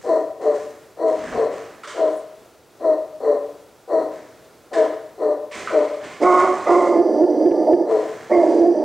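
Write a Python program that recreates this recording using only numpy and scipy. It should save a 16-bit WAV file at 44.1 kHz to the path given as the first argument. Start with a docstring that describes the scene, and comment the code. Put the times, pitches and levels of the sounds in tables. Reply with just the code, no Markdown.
"""Dog and treed bears

A large dog barks up at two black bears in a tree: harsh pulses and breath through throat resonances, plus
a ringing octave and a second tone; the woods ring after each bark. The bears scrape the trunk (filtered
grain), pop their jaws and huff (noise bursts). A squeak sounds once; then one bear bawls and breaks into a
hoarse, pulsing bellow (vocal-fold pulses and breath). A gain control ducks under loud sounds."""
import sys
import numpy as np
from scipy import signal
from scipy.fft import rfft, irfft
from scipy.io import wavfile
from scipy.ndimage import uniform_filter1d, minimum_filter1d

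SR = 44100
rng = np.random.default_rng(int(sys.argv[2]) if len(sys.argv) > 2 else 0)


def dump(signal):
    """Clip the signal to [-1, 1] and save it as 16-bit WAV at the path in sys.argv[1]."""
    limited = np.clip(np.atleast_2d(signal).T, -1, 1)
    pcm = np.round(limited * 32767).astype(np.int16)
    wavfile.write(sys.argv[1], SR, pcm)


N = 389844

# All level columns are relative, ahead of the mix.
# wash of the woods: [freq_hz, spectrum_db]
WASH_COLOUR = [(15, -37.5), (25, -17.5), (53, -7), (86, -4), (133, -2), (179, -6.5), (437, 3.5),
               (1120, -9.5), (1390, -7.5), (1590, -13), (2730, -16), (3130, -18), (3390, -16.5),
               (6140, -19), (15800, -26.5)]
WASH_DB = -50.5
# reverberation of the woods: [freq_hz, t60_s]
WOODS_DECAY = [(200, 0.62), (600, 0.61), (1200, 0.72), (3000, 0.52), (8000, 0.38)]

# claw strokes on the trunk: [start_s, level_db, rise_s, hold_s, fade_db_per_s, treble_db]
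SCRAPES = [(0, -60.5, 0.015, 0.083, 79, 5), (0.404, -58.5, 0.014, .05, 42.5, 1),
           (0.53, -55.5, .02, .01, 81.5, 4), (1.049, -55.5, .035, .04, 40.5, 0.5),
           (1.134, -50.5, 0.063, 0.19, 126.5, -3), (1.5, -50.5, 0.034, .01, 54.5, -3.5),
           (4.091, -58, 0.04, 0.027, 63.5, -2), (5.53, -46, 0.025, 0.031, 66, 1),
           (5.996, -47, 0.042, 0.022, 105.5, -9.5), (6.205, -43.5, 0.03, 0.14, 41, 1),
           (6.36, -41.5, 0.025, 0.0088, 102, -0.5), (6.498, -48, .04, 0.19, 83, -3),
           (6.69, -50, 0.037, 0.14, 182.5, 5), (7.878, -50.5, 0.034, 0.046, 15, -2.5),
           (8.298, -53.5, 0.13, 0.076, 67.5, 2.5)]
# spectrum of the scrapes: [freq_hz, spectrum_db]
SCRAPE_COLOUR = [(60, -0.5), (150, 7.5), (400, 15), (1200, 6), (2000, 5.5), (3000, -2), (5000, -4),
                 (8200, -5.5), (10000, -22), (14000, -35.5)]
# dull bumps of a shifting body: [start_s, level_db, length_s]
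BUMPS = [(1.112, -45, 0.28), (1.274, -36, 0.1525), (5.533, -66, 0.24)]

# barks: [start_s, effort_db, base_pitch_hz, roughness_0_to_1, second_tone_db]
BARKS = [(0.035, -18.5, 320.4, 0.51, -19.5), (0.392, -19.5, 298, 0.56, -3), (0.968, -19, 319.6, 0.45, -9.5),
         (1.315, -21, 283.7, 1, -5), (1.939, -19.5, 316.5, 0.51, -16.5),
         (2.794, -18.5, 313.7, 0.434, -12.5), (3.198, -19, 292.5, 0.55, -3),
         (3.874, -19, 318.8, 0.51, -9.5), (4.71, -18, 314, 0.47, -9.5), (5.173, -20, 302.2, 0.44, -6),
         (5.69, -17, 302.3, 0.46, -7.5), (7.843, -17.5, 322.4, 0.56, -2.5)]
# dog's throat resonances: [freq_hz, width_hz, level_db]
DOG_THROAT = [(284, 43, -12.5), (461, 189, 1), (605, 162, 0.5), (754, 56, -2), (1001, 118, -9.5),
              (1120, 350, -19.5), (1396, 270, -30.5), (1856, 284, -24.5), (4230, 500, -34),
              (5900, 590, -42.5), (7900, 2100, -46)]
# bark level: swell over the attack, hold, then a fade that steepens
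BARK_ATTACK_S, BARK_SWELL_DB, BARK_HOLD_S, BARK_RELEASE_S, BARK_FADE_DB = 0.059, 20.5, 0.031, 0.15, 26
# bark pitch: starts high by a share, settles, sags by a share per s
BARK_YELP, BARK_SETTLE_S, BARK_SAG_PER_S = 0.08, 0.055, 0.37
# ringing peak of a bark: octave level ahead of the roughness scaling, time after the start, half length
RING_DB, RING_S, RING_HALF_S = 15, 0.094, 0.033

# hollow jaw pops: [start_s, level_db, pitch_hz]
POPS = [(1.272, -41.5, 1656), (1.325, -37, 1124), (1.834, -39.5, 1277), (4.731, -47, 1880),
        (5.673, -29, 1316)]
# sharp huffs: [start_s, level_db, t60_s, mouth_resonance_hz]
HUFFS = [(1.832, -41.5, 1, 1367), (1.873, -42, 0.9, 1515), (4.73, -35, 0.66, 1710),
         (5.512, -36.5, 1.25, 2180), (5.69, -49, 3, 2076), (6.04, -46, 2, 2080)]
# spectrum of the huffs' hiss: [freq_hz, spectrum_db]
HUFF_COLOUR = [(120, -33.5), (200, -18), (445, -3), (532, -10), (591, 7.5), (658, -22), (875, -24),
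               (990, 3), (1540, -11), (2130, -4), (2540, -14.5), (2930, -6.5), (4250, -12.5), (8210, -15.5),
               (14000, -52)]
# squeak: top of the arch, half length, pitch range, level, flutter
SQUEAK_S, SQUEAK_HALF_S, SQUEAK_LOW_HZ, SQUEAK_TOP_HZ = 2.14, 0.07, 700, 1345
SQUEAK_DB, SQUEAK_FLUTTER_DB = -54.5, 5

# bear's calls, a short open bawl, then two that close to a hoarse bellow: [start_s, length_s, release_s,
# effort_db, bawl_pitch_hz, start_bend_hz, jaw_db, mouth_db, mouth_tuning_factor, opening_s, closes_after_s]
BEAR_CALLS = [(6.193, 0.4, 0.16, -11.5, 367.1, -30, 0.5, -2.5, 0.994, 0.068, 0.48),
              (6.646, 1.3, .14, -16.5, 361.5, -30, 1.5, -1.5, .96, 0.024, .26),
              (8.287, 0.64, .1, -15.5, 323.6, 45, 4, -11, .88, 0.012, .12)]
# bear's resonances with the jaw shut: [freq_hz, width_hz, level_db]
BEAR_CHEST = [(339.7, 168, 1), (510, 135, -5), (1737, 140, -34.5), (3130, 330, -51), (4800, 520, -38),
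              (5860, 410, -39.5), (8400, 1400, -54.5)]
# bear's resonances with the jaw dropped: [freq_hz, width_hz, level_db]
BEAR_THROAT = [(600.7, 102, 3.5), (708, 78, -3.5), (862, 101, -11)]
# bear's resonances with the mouth wide open, ahead of tuning: [freq_hz, width_hz, level_db]
BEAR_MOUTH = [(992, 185, -5.5), (1112, 66, -1), (1250, 63, 2), (1446, 86, -11), (2123, 234, -11.5)]
# mouth closed to a bellow
BELLOW_HZ, BELLOW_JAW_DB, BELLOW_MOUTH_DB = 310.8, -5, -31.5
# roughness 0-1 of the first instant, the bawl, the bellow and the top of a strong throb
ROUGH_ONSET, ROUGH_BAWL, ROUGH_BELLOW, ROUGH_THROB = 0.8, 0.34, 0.68, 0.22
# throbs of effort: [top_s, surge_db, half_length_s, jaw_drop_before_db, recorder_thump_db]
THROBS = [(6.258, -1.5, 0.027, -2.5, -41), (6.402, -8.5, .03, -1, -47), (6.724, 3.5, .02, 1.5, -42.5),
          (6.778, 2, .025, -1.5, -56), (7.0, 7, .025, 4.5, -39), (7.24, 6, .024, 6.5, -38.5),
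          (7.462, 8, .018, 3, -38), (7.515, 5.5, .018, -0.5, -37.5), (7.735, 10, .018, 8.5, -33.5),
          (8.381, 3.5, .025, -2, -36.5), (8.481, 3, .03, 6.5, -56), (8.619, 5.5, .035, -2.5, -36.5),
          (8.69, 4, .035, 7.5, -65)]
# a throb shifts the bellow's pitch and closes the jaw, which gapes just before
THROB_HZ, THROB_JAW_DB, GAPE_LEAD_S, GAPE_HALF_S = 349.3, -6.5, 0.039, 0.024
# calls: end ramps, release fade, tiring, mouth closing, pitch bend
CALL_RAMP_S, CALL_FADE_DB, CALL_TIRE_DB_PER_S, CLOSING_S, BEND_S = 0.035, 26, 1.6, 0.05, 0.075

EDGE_HZ = 15900  # upper band limit


def amp(db):
    """Decibels to gain."""
    return 10 ** (np.asarray(db) / 20)


def evened(x):
    """Scales to rms 1."""
    return x / np.sqrt(np.mean(x ** 2) + 1e-20)


def bell(t, half_s):
    """Smooth hump of height 1 around t = 0."""
    return np.exp(-(t / half_s) ** 2)


def blend(a, b, share):
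    """Goes from a to b as share goes from 0 to 1."""
    return a + (b - a) * share


def read(points, hz):
    """Joins (Hz, value) points on a log-frequency axis."""
    f, value = np.transpose(points)
    return np.interp(np.log(hz + 1), np.log(f + 1), value)


def add(mix, s, sound):
    """Mixes a sound in at time s."""
    part = mix[max(round(s * SR), 0):][:len(sound)]
    part += sound[:len(part)]


def coloured(x, curve):
    """Filters N samples by a (Hz, dB) curve, zero phase."""
    gain = amp(read(curve, np.fft.rfftfreq(N, 1 / SR)))
    return irfft(rfft(x) * gain, N)


def noise(colour):
    """Noise of a given spectrum, rms 1."""
    return evened(coloured(rng.standard_normal(N), colour))


def wander(size, hz):
    """Smooth random curve with about hz new values a second."""
    return np.interp(np.arange(size) * hz / SR, np.arange(4000), rng.standard_normal(4000))


def throat(x, modes, low_hz):
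    """Causal minimum-phase filter: steep resonances, little below low_hz, output rms 1."""
    f = np.fft.rfftfreq(8192, 1 / SR)
    power = sum(amp(db) ** 2 / (1 + ((f - hz) / width) ** 2 * 2) ** 3 for hz, width, db in modes)
    gain = np.sqrt(power / (1 + (low_hz / (f + 1)) ** 8)) + 1e-5
    log_gain = np.log(np.r_[gain, gain[-2:0:-1]])
    taps = np.fft.ifft(np.exp(np.conj(signal.hilbert(log_gain)))).real[:2048]
    return evened(signal.fftconvolve(x, taps)[:len(x)])


def folds(hz, rough, jitter, jitter_hz, top_hz, limp=0):
    """Jittered vocal-fold pulses, alternating in strength if they limp, and a puff of air in every cycle."""
    turns = np.cumsum(hz * (1 + jitter * rough * wander(len(hz), jitter_hz))) / SR
    pulses = sum(np.cos(2 * np.pi * k * turns) / (1 + (k * hz / top_hz) ** 4) for k in range(1, 13))
    alternation = limp * (1 + 0.5 * wander(len(hz), 25)) * np.cos(np.pi * turns)
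    pulses = pulses * (1 + alternation)
    puffs = evened((0.55 + np.exp(-(turns % 1) / 0.27)) * rng.standard_normal(len(hz)))
    rough = np.clip(rough, 0, 1)
    return (1 - rough) * pulses * np.sqrt(4 * hz / SR) + rough * puffs


def place(x, left_db):
    """Sets a sound left_db louder on the left than on the right."""
    return x * amp([[left_db / 2], [-left_db / 2]])


def air():
    """Soft wash of the woods: slowly wavering noise, unlike on the two sides mostly in the bass."""
    side_colour = [(20, 0), (60, -4), (150, -11), (500, -16), (3000, -20), (15000, -30)]
    side = coloured(noise(WASH_COLOUR), side_colour)
    wash = noise(WASH_COLOUR) + side * np.array([[1], [-1]])
    return amp(WASH_DB) * wash * amp(1.0 * wander(N, 5.7))


def claws(grains_per_s=450, grain_share=0.63):
    """Tree bark rasps and crackles under claws, each stroke rising, holding and fading; dull bumps."""
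    t, power, treble_power, weight = np.arange(N) / SR, np.zeros(N), np.zeros(N), np.zeros(N)
    for s, db, rise, hold, fade_db_per_s, treble_db in SCRAPES:
        fade_db = fade_db_per_s * np.clip(t - s - rise - hold, 0, 2)
        force = np.clip((t - s) / rise, 0, 1) * amp(db - fade_db)
        power += force ** 2
        treble_power += (force * amp(treble_db)) ** 2
    for s, db, length in BUMPS:
        add(weight, s, amp(db) * np.hanning(int(length * SR)))

    flakes = (rng.random(N) < grains_per_s / SR) * rng.standard_normal(N)
    crackle = rng.standard_normal(200) * np.exp(-np.arange(200) / 45)
    flakes = evened(coloured(signal.fftconvolve(flakes, crackle)[:N], SCRAPE_COLOUR))
    grain = evened(noise(SCRAPE_COLOUR) + grain_share * flakes)
    high_pass = signal.butter(2, 4500, "highpass", fs=SR, output="sos")
    treble = signal.sosfiltfilt(high_pass, grain)
    rasp = amp(10.5) * (np.sqrt(power) * (grain - treble) + np.sqrt(treble_power) * treble)
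    thud = noise([(25, -9.0), (70, -7.5), (140, -12), (240, 1), (600, -30), (3000, -73.5)])
    return rasp + weight * thud


def dog(second_hz=436):
    """Barks start harsh, clear toward a ringing octave and sag; a second tone sounds below the octave."""
    out, t = np.zeros(N), np.arange(SR // 4) / SR
    rising = np.maximum(1 - t / BARK_ATTACK_S, 0)
    falling = np.maximum(t - BARK_ATTACK_S - BARK_HOLD_S, 0) / BARK_RELEASE_S
    swell = amp(-BARK_SWELL_DB * rising - BARK_FADE_DB * falling ** 2) * np.minimum(t / 0.0092, 1)
    glide = 1 + BARK_YELP * bell(t, BARK_SETTLE_S) - BARK_SAG_PER_S * (t - RING_S)
    peak = bell(t - RING_S, RING_HALF_S)
    for s, db, hz, rough, second_db in BARKS:
        harsh = np.clip(rough + 0.37 * bell(t, 0.04133), 0, 1)
        pitch = hz * glide * (1 + 0.004 * wander(len(t), 40))
        drive = folds(pitch, harsh, jitter=0.05, jitter_hz=200.2, top_hz=1690)
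        voice = throat(drive, DOG_THROAT, low_hz=245)
        # the clearer the bark, the stronger the octave
        ring = amp(RING_DB) * (1 - harsh) ** 2 * (0.25 + peak)
        octave = ring * np.sin(4 * np.pi * np.cumsum(pitch) / SR)
        second_pitch = second_hz * np.sqrt(glide) * (1 + 0.031 * rough * wander(len(t), 120))
        second = np.sin(2 * np.pi * np.cumsum(second_pitch) / SR) * (1 + 0.14 * wander(len(t), 90))
        second = amp(second_db + 6.0) * (0.25 + 1.25 * peak) * second
        bark = swell * (voice * (1 - 0.26 * peak) + octave + second)
        add(out, s, amp(db - 1) * evened(bark))
    return out


def woods(x, wet_db, build_s=0.02):
    """Trunks and leaves scatter a sound into a tail of sparse echoes; each band dies at its own speed."""
    taps = np.zeros(SR)
    at = np.arange(200, SR - 20, 20)
    taps[at + rng.integers(0, 20, len(at))] = rng.choice([-1., 1.], len(at))
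    hz, t, z = signal.stft(taps, SR, nperseg=256)
    decay = amp(-60 * t / read(WOODS_DECAY, hz)[:, None]) * (1 - np.exp(-t / build_s))
    tail = signal.istft(z * decay, SR, nperseg=256)[1]
    wet = evened(signal.fftconvolve(x, tail)[:N])
    return x + amp(wet_db) * wet * np.sqrt(np.mean(x ** 2))


def pops(t60_s=0.16):
    """The mouth rings briefly as the jaws clap shut: decaying noise through two resonances."""
    out, t = np.zeros(N), np.arange(SR // 6) / SR
    for s, db, hz in POPS:
        clap = rng.standard_normal(len(t)) * amp(-60 * t / t60_s)
        add(out, s, amp(db - 5.5) * throat(clap, [(hz, 300, 0), (1.625 * hz, 900, -13)], low_hz=500))
    return out


def huffs(mouth_share=0.78):
    """Air blown hard through the lips: hiss and mouth noise, a sudden start and a fluttering decay."""
    out, t, hiss = np.zeros(N), np.arange(SR // 2) / SR, noise(HUFF_COLOUR)
    for s, db, t60_s, hz in HUFFS:
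        mouth = throat(rng.standard_normal(len(t)), [(hz, 700, 0)], low_hz=500)
        blow = 0.87 * hiss[round(s * SR):][:len(t)] + mouth_share * mouth
        add(out, s, amp(db - 60 * t / t60_s) * (1 - np.exp(-t / 0.0027)) * blow)
    return out * amp(1.9 * wander(N, 90))


def squeak():
    """A faint, fluttering squeak arching up and down: partials 5 to 10, strongest near 8 kHz."""
    out, t = np.zeros(N), np.arange(-SQUEAK_HALF_S, 2 * SQUEAK_HALF_S, 1 / SR)
    arch = bell(t, SQUEAK_HALF_S)
    pitch = blend(SQUEAK_LOW_HZ, SQUEAK_TOP_HZ, arch) * (1 + 0.008 * wander(len(t), 400))
    turns = np.cumsum(pitch) / SR
    partials = np.zeros(len(t))
    for k in range(5, 11):
        partial_db = SQUEAK_FLUTTER_DB * wander(len(t), 120) - abs(k * pitch - 8000) / 400
        partials += np.sin(2 * np.pi * k * turns) * amp(partial_db)
    add(out, SQUEAK_S + t[0], amp(SQUEAK_DB) * np.sqrt(arch * np.hanning(len(t))) * evened(partials))
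    return out


def throbbing(t):
    """Throbs of effort at times t: depth 0-1, surge dB, drop of the jaw dB."""
    throb = sum(bell(t - s, half) for s, _, half, _, _ in THROBS)
    surge_db = sum(db * bell(t - s, half) for s, db, half, _, _ in THROBS)
    gape_db = sum(db * bell(t - s + GAPE_LEAD_S, GAPE_HALF_S) for s, _, _, db, _ in THROBS)
    return np.minimum(throb, 1), surge_db, gape_db


def bellow(snarl_db=-32, snarl_s=0.046, onset_s=0.06):
    """A short open bawl, then two that close to a low, hoarse bellow, which clears at strong throbs."""
    out = np.zeros(N)
    for (s, length, release, effort_db, bawl_hz, bend_hz, bawl_jaw_db, bawl_mouth_db,
         tuning, opening, closes) in BEAR_CALLS:
        t = np.arange(round(length * SR)) / SR
        throb, surge_db, gape_db = throbbing(s + t)
        bawl = (1 - np.tanh((t - closes) / CLOSING_S / 2)) / 2
        wide = bawl * np.minimum(t / opening, 1)

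        release_db = CALL_FADE_DB * np.maximum(1 - (length - t) / release, 0)
        db = effort_db + surge_db - CALL_TIRE_DB_PER_S * t - release_db
        jaw_db = blend(BELLOW_JAW_DB, bawl_jaw_db, wide) + gape_db + THROB_JAW_DB * throb * (1 - bawl)
        mouth_db = blend(BELLOW_MOUTH_DB, bawl_mouth_db, wide) + gape_db / 2 - surge_db

        hz = blend(blend(BELLOW_HZ, THROB_HZ, throb), bawl_hz, bawl) + bend_hz * bell(t, BEND_S)
        rough = blend(ROUGH_BELLOW, ROUGH_BAWL, bawl)
        rough = blend(rough, ROUGH_THROB, throb * np.clip(surge_db / 5, 0, 1))
        rough = blend(rough, ROUGH_ONSET, bell(t, onset_s))
        waver = 1 + 0.018 * wander(len(t), 45)
        drive = folds(hz * waver, rough, jitter=0.06, jitter_hz=159.0, top_hz=1800, limp=0.16)

        mouth = [(tuning * f, width, level) for f, width, level in BEAR_MOUTH]
        voice = throat(drive, BEAR_CHEST, low_hz=270)
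        voice = voice + amp(jaw_db) * throat(drive, BEAR_THROAT, low_hz=423)
        voice = voice + amp(mouth_db) * throat(drive, mouth, low_hz=600)
        # the lips are drawn back as each call starts
        snarl = amp(snarl_db) * bell(t - snarl_s, 0.02) * throat(drive, [(2097, 190, 0)], low_hz=900)
        fade = np.clip(np.minimum(t, length - t) / CALL_RAMP_S, 0, 1) ** 2
        add(out, s, fade * (amp(db) * voice + snarl))
    return out


def recorder_thumps(width_s=0.0011, tick_db=-4):
    """A dull low thump with a faint tick as the recorder's gain jumps at each throb."""
    out, t = np.zeros(N), np.arange(-SR // 30, SR // 30) / SR
    for s, _, _, _, db in THROBS:
        swing = (t / width_s) * np.exp(0.5 - abs(t / width_s))
        tick = throat(rng.standard_normal(len(t)), [(1300, 2200, 0.0021)], low_hz=200) * bell(t, 0.005)
        add(out, s + t[0], amp(db) * (2 * swing + amp(tick_db) * tick))
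    return out


def widen(x, side_db=-8):
    """Left and right differ in the bass and around 5 to 8 kHz, little between."""
    f = np.fft.rfftfreq(N, 1 / SR)
    side_colour = [(100, 0.5), (1000, -30), (3000, -32.5), (5500, -2.5), (7500, 3.0), (11000, -13.5)]
    share = amp(side_db + read(side_colour, f))
    scatter = rng.standard_normal(900) * np.exp(-np.arange(900) / 300)
    side = irfft(share * rfft(scatter / np.linalg.norm(scatter), N) * rfft(x.mean(0)), N)
    return x + side * np.array([[1], [-1]])


def scene():
    """The dog a little to the left, the bellow a little to the right."""
    barking = woods(dog(), wet_db=-6)
    bawling = woods(amp(-0.5) * bellow(), wet_db=-4.5) + recorder_thumps()
    rustle = woods(huffs() + pops() + claws(), wet_db=-1.5)
    voices = place(barking, left_db=3.4) + place(bawling, left_db=-1.9)
    return widen(voices + place(rustle, left_db=-1.5) + squeak() + air())


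def record(dry, whine_db=-78, low_cut_hz=45):
    """Low cut, fast-falling and slowly recovering gain, faint electronic whine, peak limiter, band limit."""
    t, limit_db, recover_db_per_s, ceiling_db = np.arange(N) / SR, -11, 12, -3.5
    dry = signal.sosfilt(signal.butter(1, low_cut_hz, "highpass", fs=SR, output="sos"), dry)
    whine = amp(whine_db) * np.sin(2 * np.pi * 15734 * t)

    power_db = 10 * np.log10(abs(uniform_filter1d((dry ** 2).mean(0), size=500)) + 1e-12)
    recovery_db = recover_db_per_s * t
    held_db = np.maximum.accumulate(power_db + recovery_db) - recovery_db
    over_db = np.maximum(held_db - limit_db, 0)
    ducked = dry / amp(0.85 * uniform_filter1d(over_db, size=200)) + whine

    peaks = -minimum_filter1d(-abs(ducked).max(0), size=130)
    limiter = np.minimum(amp(ceiling_db) / (peaks + 1e-9), 1)
    limited = ducked * uniform_filter1d(limiter, size=130)
    band_limit = signal.firwin(511, EDGE_HZ, window=("kaiser", 9), fs=SR)
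    return signal.oaconvolve(limited, band_limit[None], "same")


dry = scene()
out = record(dry)
dump(out)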